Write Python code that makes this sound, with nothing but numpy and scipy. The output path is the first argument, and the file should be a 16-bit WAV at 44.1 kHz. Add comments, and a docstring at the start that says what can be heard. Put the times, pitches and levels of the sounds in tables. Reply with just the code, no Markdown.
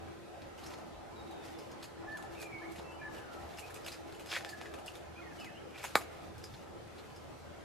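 """Vines are pulled in a quiet forest: leaf contacts rustle as clumped random impulses, twigs and a tearing stem
snap as runs of fibre breaks exciting wood resonances, and later a dry branch cracks close by as pulses
and decaying modes. Dull bumps are short damped tones. Birds whistle as gliding sines partly scattered by
the trees. Behind them lie a far-off roar of resonant filtered noise and a faint wavering hum."""
import sys
import numpy as np
from scipy import signal
from scipy.fft import rfft, irfft
from scipy.io import wavfile
from scipy.ndimage import uniform_filter1d

SR = 44100
rng = np.random.default_rng(int(sys.argv[2]) if len(sys.argv) > 2 else 0)


def transcribe(u):
    """Save the signal u as a 16-bit wav file named by the first command-line argument.

    u: samples, shape (n,) or (channels, n), limited to [-1, 1]; the rate is SR.
    q: integer samples, one column per channel.
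    """
    v = np.clip(np.atleast_2d(u).T, -1, 1)
    q = np.round(v * 32767).astype(np.int16)
    wavfile.write(sys.argv[1], SR, q)


N = 337006
TIME = np.arange(N) / SR

# leaves brushing whenever a vine is pulled or let go: start t/s, length t/s, relative level/dB
LEAF_BRUSHES = [(0.558, 0.083, -62), (0.677, 0.024, -59), (1.417, 0.083, -59.5), (1.584, 0.093, -67),
                (2.287, 0.1, -64), (2.603, 0.2, -66.5), (3.1, 0.056, -60), (3.302, 0.68, -63),
                (4.043, 0.39, -70.5), (4.281, 0.064, -50), (4.42, 0.35, -67.5), (4.85, 0.1, -63),
                (5.297, 0.16, -65.5), (5.74, 0.25, -58.5), (6.102, 0.49, -68.5), (6.868, 0.58, -72.5)]


def shaking(stir_db=-77.5, attack_s=0.038, settle_s=0.074):
    """Power addition: independent brushes build up, hold and settle over a constant slight stir."""
    power = np.full(N, amp(stir_db) ** 2)
    for start, length, db in LEAF_BRUSHES:
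        attack = np.clip((TIME - start) / attack_s, 0, 1)
        settle = np.exp(-np.maximum(TIME - start - length, 0) / settle_s)
        power += (amp(db) * attack * settle) ** 2
    return np.sqrt(power)


# colour of a leaf contact: f/Hz, relative spectral level/dB
LEAF_COLOUR = [(300, -16), (1500, 5), (3000, 1.5), (5000, 0), (7000, -4), (10000, -8.5), (13000, -9),
               (15000, -19)]


def rustle(shake, level_db=2, per_s=1600, spread_db=0.0, clump_db=2):
    """Shot noise: countless tiny leaf contacts, clumped in level and largely independent at each ear."""
    sizes = amp(spread_db * np.minimum(rng.exponential(1, (2, N)), 5))
    sizes = sizes * rng.choice([-1, 1], (2, N))
    clicks = sizes * (rng.random((2, N)) < per_s / SR)
    both_ears = clicks + 0.32 * clicks[::-1]
    contact = causal(lambda hz: read(LEAF_COLOUR, hz))
    leaves = signal.oaconvolve(both_ears, contact[None], axes=1)[:, :N]
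    return evened(leaves) * shake * amp(level_db + clump_db * drift(N, size=900))


# louder twigs giving way: t/s, woody level/dB, relative splinter level/dB, spread of breaks t/s,
# ring f/Hz, ring boost level/dB
TWIG_SNAPS = [(.42, -55, -75, 0.0051, 3970, 8), (.706, -54, -65, 0.0093, 3200, 1),
              (.736, -48.5, -67, 0.0057, 4100, 0), (1.31, -64, -57.5, .003, 4300, 4),
              (1.829, -47.5, -51, 0.013, 4400, 8), (2.172, -50, -50, 0.0036, 3250, 4),
              (2.225, -55, -53.5, .003, 3400, 5), (2.4, -54.5, -52.5, 0.013, 4400, 7),
              (2.4165, -73, -44.5, 0.0018, 4400, 5), (2.427, -46.5, -51, 0.004, 2780, 2),
              (2.719, -70, -52, .0042, 3980, 8), (2.784, -52, -62, 0.011, 3900, 10),
              (3.594, -72, -45.5, 0.0016, 3560, 8), (3.743, -57, -45.5, 0.0025, 3000, 8),
              (3.863, -42.5, -44, 0.0041, 2950, 12), (3.8755, -46, -52, .005, 2700, 3),
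              (3.882, -41.5, -48, .004, 4000, 12), (3.935, -51.5, -64, 0.011, 2600, 6),
              (4.196, -50.5, -52.5, 0.01, 2870, 6), (4.261, -51.5, -52.5, 0.0085, 3800, 1),
              (4.301, -45, -58, 0.029, 5100, 7), (4.408, -46, -68, 0.0044, 1750, 9),
              (4.4478, -39.5, -70, 0.00069, 2880, 3), (4.493, -60, -50, .0069, 3020, 10),
              (4.6135, -42.5, -66, 0.0067, 1500, -1), (4.657, -47.5, -73, 0.0094, 1880, 10),
              (4.739, -47.5, -55, .0045, 2400, 7), (4.787, -55.5, -58, 0.0088, 2820, 11),
              (4.861, -68, -47, 0.0028, 3000, 13), (4.8815, -42.5, -60, 0.0053, 2770, 17),
              (4.954, -51, -54.5, 0.0079, 3580, 10), (5.445, -48, -56, .0044, 3040, 4),
              (5.747, -49, -72, 0.015, 2400, 17), (5.778, -49.5, -62, 0.0055, 2800, 3),
              (5.798, -50, -69, .01, 2400, 11), (5.83, -47, -50, 0.0046, 2400, 10),
              (5.841, -37.5, -40.5, 0.0064, 910, 10), (5.849, -40.5, -51, 0.0067, 2410, 7),
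              (6.0112, -45, -54, 0.0075, 1150, 9), (6.381, -60, -56, .0018, 5540, 14),
              (6.44, -46.5, -50.5, 0.0032, 5250, 15), (6.539, -54, -73, 0.01, 4220, 9),
              (6.983, -56.5, -63, 0.011, 4020, 13)]
# resonances of the woody stems: f/Hz, width f/Hz, boost level/dB
STEM_RESONANCES = [(1720, 72, 6.5), (2700, 840, 4), (3450, 210, 5.5), (3800, 95, 2.5), (4400, 320, 1.5),
                   (5100, 370, 7)]


def twigs(snaps, fibres_per_s, first, tilt_db, wood_db=0, splinter_db=-4, ring_width=0.11, lead=1.0):
    """Source and filter: runs of breaking fibres excite the stem resonances and spit bright splinters."""
    woody, bright = np.zeros(N), np.zeros(N)
    t = np.arange(-SR // 20, SR // 10) / SR
    # f/Hz, relative level/dB
    wood = [(100, -15), (500, 12.0), (1500, 7.5), (3800, -1.0), (6000, -4.5), (14000, -20)]
    splinter_colour = [(1500, 9.4), (4500, 20.8), (7000, 21.2), (12000, 19.2), (15000, 11.0)]
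    splinter = causal(lambda hz: read(splinter_colour, hz))
    for s, body_db, tick_db, spread, ring_hz, ring_db in snaps:
        # a few fibres go early, then the rest let go together
        early = .5 * np.exp(-abs(t) / (lead * spread))
        strain = np.where(t < 0, early, np.exp(-(t / spread) ** 2 / 2))
        broken = rng.random(len(t)) - .5
        fibres = broken * (rng.random(len(t)) < fibres_per_s / SR) * strain
        fibres[t == 0] = first
        # every twig favours one pitch of its own; tilt is in dB per octave away from it
        resonances = list(STEM_RESONANCES) + [(ring_hz, 2 * ring_width * ring_hz, ring_db)]
        body = causal(lambda hz: read(wood, hz) + peaks(resonances, hz).sum(0)
                      - tilt_db * abs(np.log2((hz + 1) / ring_hz)))
        add(woody, s + t[0], at_level(signal.fftconvolve(fibres, body), body_db + wood_db))
        add(bright, s + t[0], at_level(signal.fftconvolve(fibres, splinter), tick_db + splinter_db))
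    return woody, bright


def ticks(shake, splinter_db=-4, octaves=0.84, per_s=9, over_db=7, scatter_db=9.5,
          spread_s=0.007, centre_hz=3400, ring_db=14):
    """Poisson process: tiny snaps at random moments follow the leaf motion; rows as in TWIG_SNAPS."""
    rows = []
    for at in np.flatnonzero(rng.random(N) < per_s / SR):
        db = 20 * np.log10(shake[at]) + over_db + scatter_db * rng.uniform(-1, 1)
        ring_hz = centre_hz * 2 ** (octaves * rng.uniform(-1.2, 1))
        rows.append((at / SR, db, db + splinter_db, spread_s, ring_hz, ring_db))
    return rows


# bundles of fibres parting until the stem gives way: t/s, woody level/dB, ring f/Hz, ring boost level/dB
STEM_TEAR = [(4.3166, -40, 3100, 4), (4.3193, -42, 2400, 5), (4.326, -40, 2300, 4), (4.329, -39, 2000, 7),
             (4.3335, -41, 3800, 7), (4.337, -37, 3300, -4), (4.3445, -42, 2700, 3),
             (4.3495, -40.5, 2100, 6), (4.353, -41, 2100, 10), (4.3562, -37, 3400, 8),
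             (4.3633, -32, 1830, 17), (4.368, -35.5, 1870, 9), (4.375, -46, 2200, 5)]


def tear(splinter_db=-16, spread_s=0.0021):
    """Progressive fracture: each fibre bundle parts with its own short crack; rows as in TWIG_SNAPS."""
    return [(s, db, db + splinter_db, spread_s, hz, ring_db) for s, db, hz, ring_db in STEM_TEAR]


# breaks of the dry branch: t/s, relative level/dB
BRANCH_BREAKS = [(5.952, -19), (5.9525, -33), (5.9546, 0.5), (5.9569, -18)]
# colour of its crack: f/Hz, relative spectral level/dB
CRACK_COLOUR = [(40, -34), (160, -3.5), (350, 0), (700, 7.5), (1000, -0.5), (1300, 4), (2300, 0),
                (2950, -11), (4000, -3), (4750, -12), (5500, -18), (7000, -17.5), (9500, -22), (15000, -32)]
# its modes of vibration: f/Hz, relative level/dB, decay by 60 dB t/s
BRANCH_MODES = [(403, -35, 0.065), (840, -28, 0.028), (1238, -14.5, 0.036), (2250, -20, 0.019),
                (3900, -24, 0.015), (4400, -31, 0.013), (7300, -39, 0.035)]


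def branch(crack_db=-6.5, ring_db=-7, shreds_db=-33, shreds_t60=0.0083, low_cut_hz=90):
    """Impulsive excitation: each break gives a pressure pulse, a modal ring and a spray of shredding fibres."""
    out, t = np.zeros(N), np.arange(SR // 8) / SR
    crack = causal(lambda hz: read(CRACK_COLOUR, hz))
    # f/Hz, relative level/dB
    fizz_colour = [(150, 0), (400, 5), (2100, 18), (3000, -11), (4400, 18), (6000, -14), (13000, 0), (15000, -22)]
    fizz = causal(lambda hz: read(fizz_colour, hz))
    for s, db in BRANCH_BREAKS:
        add(out, s, -amp(db + crack_db) * crack / abs(crack).max())
        add(out, s, -amp(db + ring_db) * ringing(BRANCH_MODES))
        noise = rng.standard_normal(len(t)) * amp(-60 * t / shreds_t60)
        add(out, s, at_level(signal.fftconvolve(noise, fizz), db + shreds_db))
    return signal.sosfilt(signal.butter(2, low_cut_hz, "highpass", fs=SR, output="sos"), out)


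def ringing(modes):
    """Modal superposition: exponentially decaying sines."""
    t = np.arange(SR // 6) / SR
    return sum(amp(db - 60 * t / t60) * np.sin(2 * np.pi * hz * t) for hz, db, t60 in modes)


def bending(x, delay_s):
    """Dispersion: bending waves run along the wood treble first; delay_s is the travel time at 1 kHz."""
    hz = np.fft.rfftfreq(N, 1 / SR)
    phase = 4 * np.pi * delay_s * np.sqrt(1000 * hz)
    return irfft(rfft(x) * np.exp(-1j * phase), N)


# dull bumps and knocks of shifting weight: t/s, f/Hz, envelope peak level/dB
WEIGHT_BUMPS = [(0.931, 53.7, -54), (.964, 650, -44.5), (2.045, 720, -41.5), (2.238, 810, -40),
                (2.782, 192, -49), (2.797, 876, -38), (3.421, 73, -49)]


def bumps(cycles=1.18):
    """Heavily damped oscillation: dull pushes swell and die within a few cycles."""
    out, t = np.zeros(N), np.arange(SR // 4) / SR
    for s, hz, db in WEIGHT_BUMPS:
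        age = t * hz / cycles
        add(out, s, amp(db) * age * np.exp(1 - age) * np.sin(2 * np.pi * hz * t))
    return out


# bird whistles: least share scattered by the trees (0-1), list of (t/s, f/Hz, level/dB)
BIRD_WHISTLES = [(0.028, [(2.068, 1703, -51), (2.085, 1737, -41), (2.11, 1750, -46.5), (2.13, 1763, -43.5),
                 (2.16, 1753, -37.5), (2.168, 1580, -51), (2.205, 1120, -51)]), (0.24, [(2.345, 2094, -54),
                 (2.375, 2627, -55), (2.41, 2440, -50.5), (2.46, 2400, -52), (2.515, 2320, -60),
                 (2.53, 2264, -42), (2.565, 2222, -45.5), (2.605, 2167, -57)]), (0.36, [(2.61, 1680, -56),
                 (2.625, 1720, -46), (2.64, 1964, -57), (2.65, 2110, -50), (2.675, 2250, -55)]),
                 (0.096, [(2.835, 2654, -63), (2.91, 2670, -55.5), (2.945, 2700, -61)]),
                 (.1, [(2.915, 2980, -62), (2.97, 2950, -59)]), (0.4, [(2.99, 2390, -53), (3.01, 2410, -54),
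                 (3.045, 2290, -60)]), (.02, [(3.012, 1710, -49), (3.03, 1720, -44.5), (3.055, 1740, -43),
                 (3.09, 1705, -44.5)]), (0.61, [(3.1, 1700, -63), (3.19, 1593, -53.5), (3.27, 1418, -55.5),
                 (3.4, 1277, -58)]), (.2, [(3.145, 3000, -57), (3.19, 2970, -60)]),
                 (0.87, [(3.612, 2366, -49), (3.654, 2560, -54)]), (0.13, [(4.462, 1720, -46),
                 (4.5, 1764, -57), (4.52, 1773, -57), (4.535, 1720, -41.5), (4.555, 1640, -60)]),
                 (0.78, [(4.55, 1720, -55), (4.735, 1550, -60)]), (0.53, [(5.155, 2360, -55),
                 (5.18, 2480, -53), (5.215, 2480, -63)]), (.35, [(5.178, 1720, -57), (5.195, 1424, -51),
                 (5.21, 1310, -53)]), (0.6, [(5.21, 2070, -55), (5.225, 2143, -50), (5.245, 1900, -56),
                 (5.35, 1590, -58)]), (.1, [(5.383, 2960, -56), (5.4, 2950, -52), (5.43, 2910, -59)]),
                 (.25, [(5.405, 2760, -51), (5.42, 2580, -51), (5.447, 2560, -52), (5.46, 2270, -53),
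                 (5.47, 2080, -48), (5.485, 1875, -57), (5.51, 1650, -57)]), (.2, [(5.47, 2565, -57),
                 (5.52, 2590, -59)]), (0.46, [(5.54, 2770, -57), (5.565, 2830, -55.5), (5.58, 3100, -57),
                 (5.6, 3230, -57)])]


def birds(waver=.004, scatter_waver=0.033, flutter_db=1.7, edge_s=0.0055, hidden_per_db=0.02):
    """Frequency modulation: whistles glide and tremble; leaves hide and blur most their softer parts."""
    direct, hidden = np.zeros(N), np.zeros(N)
    for least_share, points in list(BIRD_WHISTLES) + peeps():
        times, pitches, levels = np.transpose(points)
        t = np.arange(times.min(), times.max(), 1 / SR)
        db = np.interp(t, times, levels)
        share = np.clip(least_share + hidden_per_db * (db.max() - db), 0, 1)
        tremble, flutter = drift((SR // 2, 2), size=130)[:len(t)].T
        hz = np.interp(t, times, pitches) * (1 + (waver + scatter_waver * share ** 2) * tremble)
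        edges = np.clip(np.minimum(t - t[0], t[-1] - t) / edge_s, 0, 1)
        note = amp(db + flutter_db * flutter) * edges * np.sin(2 * np.pi * np.cumsum(hz) / SR)
        # the split conserves power
        add(direct, t[0], note * np.sqrt(1 - share))
        add(hidden, t[0], note * np.sqrt(share))
    return direct, hidden


# a small bird's falling run of peeps: start t/s, length t/s, f/Hz approached, level/dB approached
BIRD_PEEPS = [(1.156, .072, 3765, -56.5), (1.298, .038, 3710, -52), (1.398, .045, 3540, -58),
              (1.525, .058, 3490, -61.5)]


def peeps(slide_hz=290, slide_s=0.0185, swell_db=13, scatter=.12):
    """Exponential glide: each peep swells as it slides down towards its pitch; rows as in BIRD_WHISTLES."""
    rows = []
    for s, length, hz, db in BIRD_PEEPS:
        t = np.arange(0, length, .002)
        slide = np.exp(-t / slide_s)
        rows.append((scatter, np.transpose([s + t, hz + slide_hz * slide, db - swell_db * slide])))
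    return rows


# colour of the distant roar: f/Hz, relative spectral level/dB
ROAR_COLOUR = [(15, -51), (28, -14.5), (60, -8.5), (118, -2.5), (200, -4), (270, -3), (400, -3.5),
               (750, -8.5), (1080, -16), (1320, -13), (1800, -16), (4000, -24), (12000, -36), (15000, -47)]
# its slow swell: t/s, relative level/dB
ROAR_SWELL = [(0, -51.5), (.8, -50.5), (1.8, -50.5), (2.74, -48.5), (3.74, -50), (4, -51), (4.74, -51.5),
              (5.57, -53.5), (6.06, -51), (6.4, -54), (7.64, -54)]
# its left-right likeness: f/Hz, correlation (-1 to 1)
ROAR_LIKENESS = [(40, 0.78), (80, 0.96), (100, 1), (140, -0.053), (290, -0.5), (520, 0.083), (1400, 0.22),
                 (7000, 0.037), (15000, -0.069)]
# its narrow resonances: f/Hz, width f/Hz, mean boost level/dB
ROAR_DRONES = [(335.7, 24.4, 10.5), (426.2, 9.5, 8), (575, 73, 4), (693, 28, 4), (808, 164, 6.5),
               (1022, 62, 7), (1226, 140, 4), (1317, 27, 4.5)]


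def roar(level_db=3, patchy_db=2.0, follow=0.33, drone_waver=0.2, drone_follow=0.092, gust_db=1.0):
    """Diffuse field: partly correlated noise with wavering resonances and a slowly swelling middle band."""
    hz, t = np.fft.rfftfreq(4096, 1 / SR), np.arange(N // 1024 + 5) * 1024 / SR
    a, b, c, d = rng.standard_normal((4, len(t), len(hz)))
    same, left = np.clip(read(ROAR_LIKENESS, hz), -1, 1), a + 1j * b
    z = np.array([left, same * left + np.sqrt(1 - same ** 2) * (c + 1j * d)])
    swell = np.interp(t, *np.transpose(ROAR_SWELL))
    swing = swell - swell.mean()
    gusts = gust_db * drift(len(t), size=3)  # quick lumps of wind in the far treetops
    middle = np.exp(-np.log((hz + 1) / 800) ** 2 / 3)
    patches = evened(uniform_filter1d(drift(a.shape, size=3), size=16, axis=1))
    waver = drone_waver * np.tanh(drift((len(t), len(ROAR_DRONES)), size=12))
    strength = 1 + drone_follow * swing[:, None] + waver
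    drones = strength @ peaks(ROAR_DRONES, hz)
    movement = np.outer(follow * swing + gusts, middle)
    z *= amp(read(ROAR_COLOUR, hz) + drones + movement + patchy_db * patches)
    noise = signal.istft(z.transpose(0, 2, 1), nperseg=4096, noverlap=3072)[1][:, :N]
    return amp(swell.mean() + level_db) * evened(noise)


def hum(centre_hz=80, level_db=-65, waver=0.04, flutter_db=3):
    """Random modulation: one low sine wavers in frequency and level about its centre."""
    turns = np.cumsum(centre_hz * (1 + waver * drift(N, size=3000))) / SR
    level = amp(level_db + flutter_db * drift(N, size=4000))
    return level * np.sqrt(2) * np.sin(2 * np.pi * turns)


def smeared(x, share=.7, size=90):
    """Multipath scattering: treble glances off the nearest leaves and reaches each ear by other paths."""
    share = np.clip(share, 0, 1)
    paths = rng.standard_normal((2, size)) * np.linspace(1, 0, size)
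    paths /= np.linalg.norm(paths, axis=1, keepdims=True)
    return np.sqrt(1 - share) * x + np.sqrt(share) * signal.oaconvolve(x[None], paths, axes=1)[:, :N]


def echoes(x, t60, colour, start):
    """Reverberant decay: sparse random-sign taps, independent at each ear, each band dying at its own speed."""
    taps = rng.choice([-1., 1.], (2, SR)) * (rng.random((2, SR)) < .2)
    hz, t, z = signal.stft(taps, SR, nperseg=256)
    decay = np.maximum(read(t60, hz), .01)[:, None]
    gain = amp(read(colour, hz)[:, None] - 60 * t / decay) / np.sqrt(decay)
    tail = signal.istft(z * gain, SR, nperseg=256)[1]
    tail *= np.sqrt(np.log(1e6) / (.2 * SR))  # evens out tap density and decay time
    delayed = np.pad(tail, ((0, 0), (int(abs(start) * SR), 0)))
    return signal.fftconvolve(x[None], delayed, axes=1)[:, :N]


# stereo spread of the foliage scatter: f/Hz, side level/dB
SCATTER_WIDTH = [(250, -8), (1200, -15), (4000, -11), (8000, -8.5), (13000, 3.5)]


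def narrowed(pair):
    """Mid-side decomposition: the side signal is weighted band by band."""
    mid = pair.mean(0)
    side_gain = amp(read(SCATTER_WIDTH, np.fft.rfftfreq(N, 1 / SR)))
    return mid + irfft(rfft(pair - mid) * side_gain, N)


def amp(db):
    """Level definition: decibels to amplitude gain."""
    return 10 ** (np.asarray(db) / 20)


def evened(x):
    """Normalisation: scales to an rms of one."""
    return x / np.sqrt(np.mean(x ** 2) + 1e-20)


def at_level(sound, db):
    """Short-time level: sets the rms of the loudest four milliseconds."""
    return amp(db) * sound / np.sqrt(uniform_filter1d(sound ** 2, size=180, mode="constant").max())


def read(points, hz):
    """Interpolation: reads a table on a log-frequency axis."""
    f, value = np.transpose(points)
    return np.interp(np.log(hz + 1), np.log(f + 1), value)


def peaks(table, hz):
    """Resonance curves: bell-shaped boosts in dB, one row each."""
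    return np.array([db / (1 + (2 * (hz - f) / width) ** 2) for f, width, db in table])


def causal(db, size=2048):
    """Minimum phase: the sharpest impulse response with the gain db(hz)."""
    log_gain = db(abs(np.fft.fftfreq(size, 1 / SR))) * np.log(10) / 20
    return np.fft.ifft(np.exp(np.conj(signal.hilbert(log_gain)))).real[:size // 2]


def drift(shape, size):
    """Low-pass noise: smooth chance of rms one, averaged twice over size steps."""
    once = uniform_filter1d(rng.standard_normal(shape), size, axis=0)
    return evened(uniform_filter1d(once, size, axis=0))


def add(mix, s, sound):
    """Superposition: mixes a sound in at time s."""
    part = mix[max(round(s * SR), 0):][:len(sound)]
    part += sound[:len(part)]


# colour of the scatter from nearby foliage: f/Hz, relative level/dB
FOLIAGE_COLOUR = [(100, 10), (400, -10), (1000, -6.5), (2500, -2), (4500, 0), (8000, 5.5), (14000, 1.5)]
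# its decay by 60 dB: f/Hz, t/s
FOLIAGE_DECAY = [(200, 0.12), (1200, 0.055), (4000, 0.16), (12000, 0.17)]
# decay by 60 dB among the far trunks: f/Hz, t/s
FOREST_DECAY = [(200, 0.91), (2000, 0.81), (5000, 0.82), (12000, .35)]
# the crack thrown back by trunks and leaves around the branch: f/Hz, relative level/dB
BRANCH_SCATTER_COLOUR = [(100, -3), (400, -6), (600, -13), (950, 1.5), (1400, -3.5), (2300, -6),
                         (4300, -4.5), (5500, -2), (7500, 7.5), (10000, 3.5), (14000, 5)]


def scene():
    """Direct and scattered field: near sounds scatter in foliage, birds arrive partly by way of the trees."""
    shake = shaking()
    snapping = twigs(list(TWIG_SNAPS) + ticks(shake), fibres_per_s=1600, first=0.56, tilt_db=2.0)
    tearing = twigs(tear(), fibres_per_s=3500, first=0.41, tilt_db=5.5)
    woody, bright = np.add(snapping, tearing)
    direct, hidden = birds()
    stems = bending(woody, delay_s=0.000888)
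    crack = bending(branch(), delay_s=0.00095)
    # inline tables: decay f/Hz, t/s and colour f/Hz, level/dB
    twig_scatter = echoes(stems + bright, FOLIAGE_DECAY, FOLIAGE_COLOUR, start=0.0023)
    crack_decay = [(200, .12), (1200, 0.088), (4000, .11), (12000, 0.17)]
    crack_scatter = echoes(crack, crack_decay, BRANCH_SCATTER_COLOUR, start=0.0027)
    scatter = narrowed(twig_scatter + crack_scatter)
    depth = echoes(stems + crack + bright, FOREST_DECAY,
                   [(200, -58.0), (2500, -19.5), (12000, -38)], start=0.036)
    near_trees = echoes(hidden, [(1700, 0.27), (2600, 0.19), (3800, .25)],
                        [(1700, 0.57), (2500, 0.93), (3800, 0)], start=0.00201)
    far_trees = echoes(direct + hidden, FOREST_DECAY,
                       [(1700, -11.5), (2500, -11.0), (3800, -8)], start=.052)
    vines = stems + crack + smeared(bright, share=1.0) + rustle(shake) + scatter + depth
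    return vines + direct + near_trees + far_trees + roar() + hum() + bumps()


def record(dry, edge_hz=14900):
    """Band limitation: a linear-phase low-pass filter removes the highest treble."""
    lowpass = signal.firwin(401, edge_hz, window=("kaiser", 8), fs=SR)
    return signal.oaconvolve(dry, lowpass[None], "same")


dry = scene()
out = record(dry)
transcribe(out)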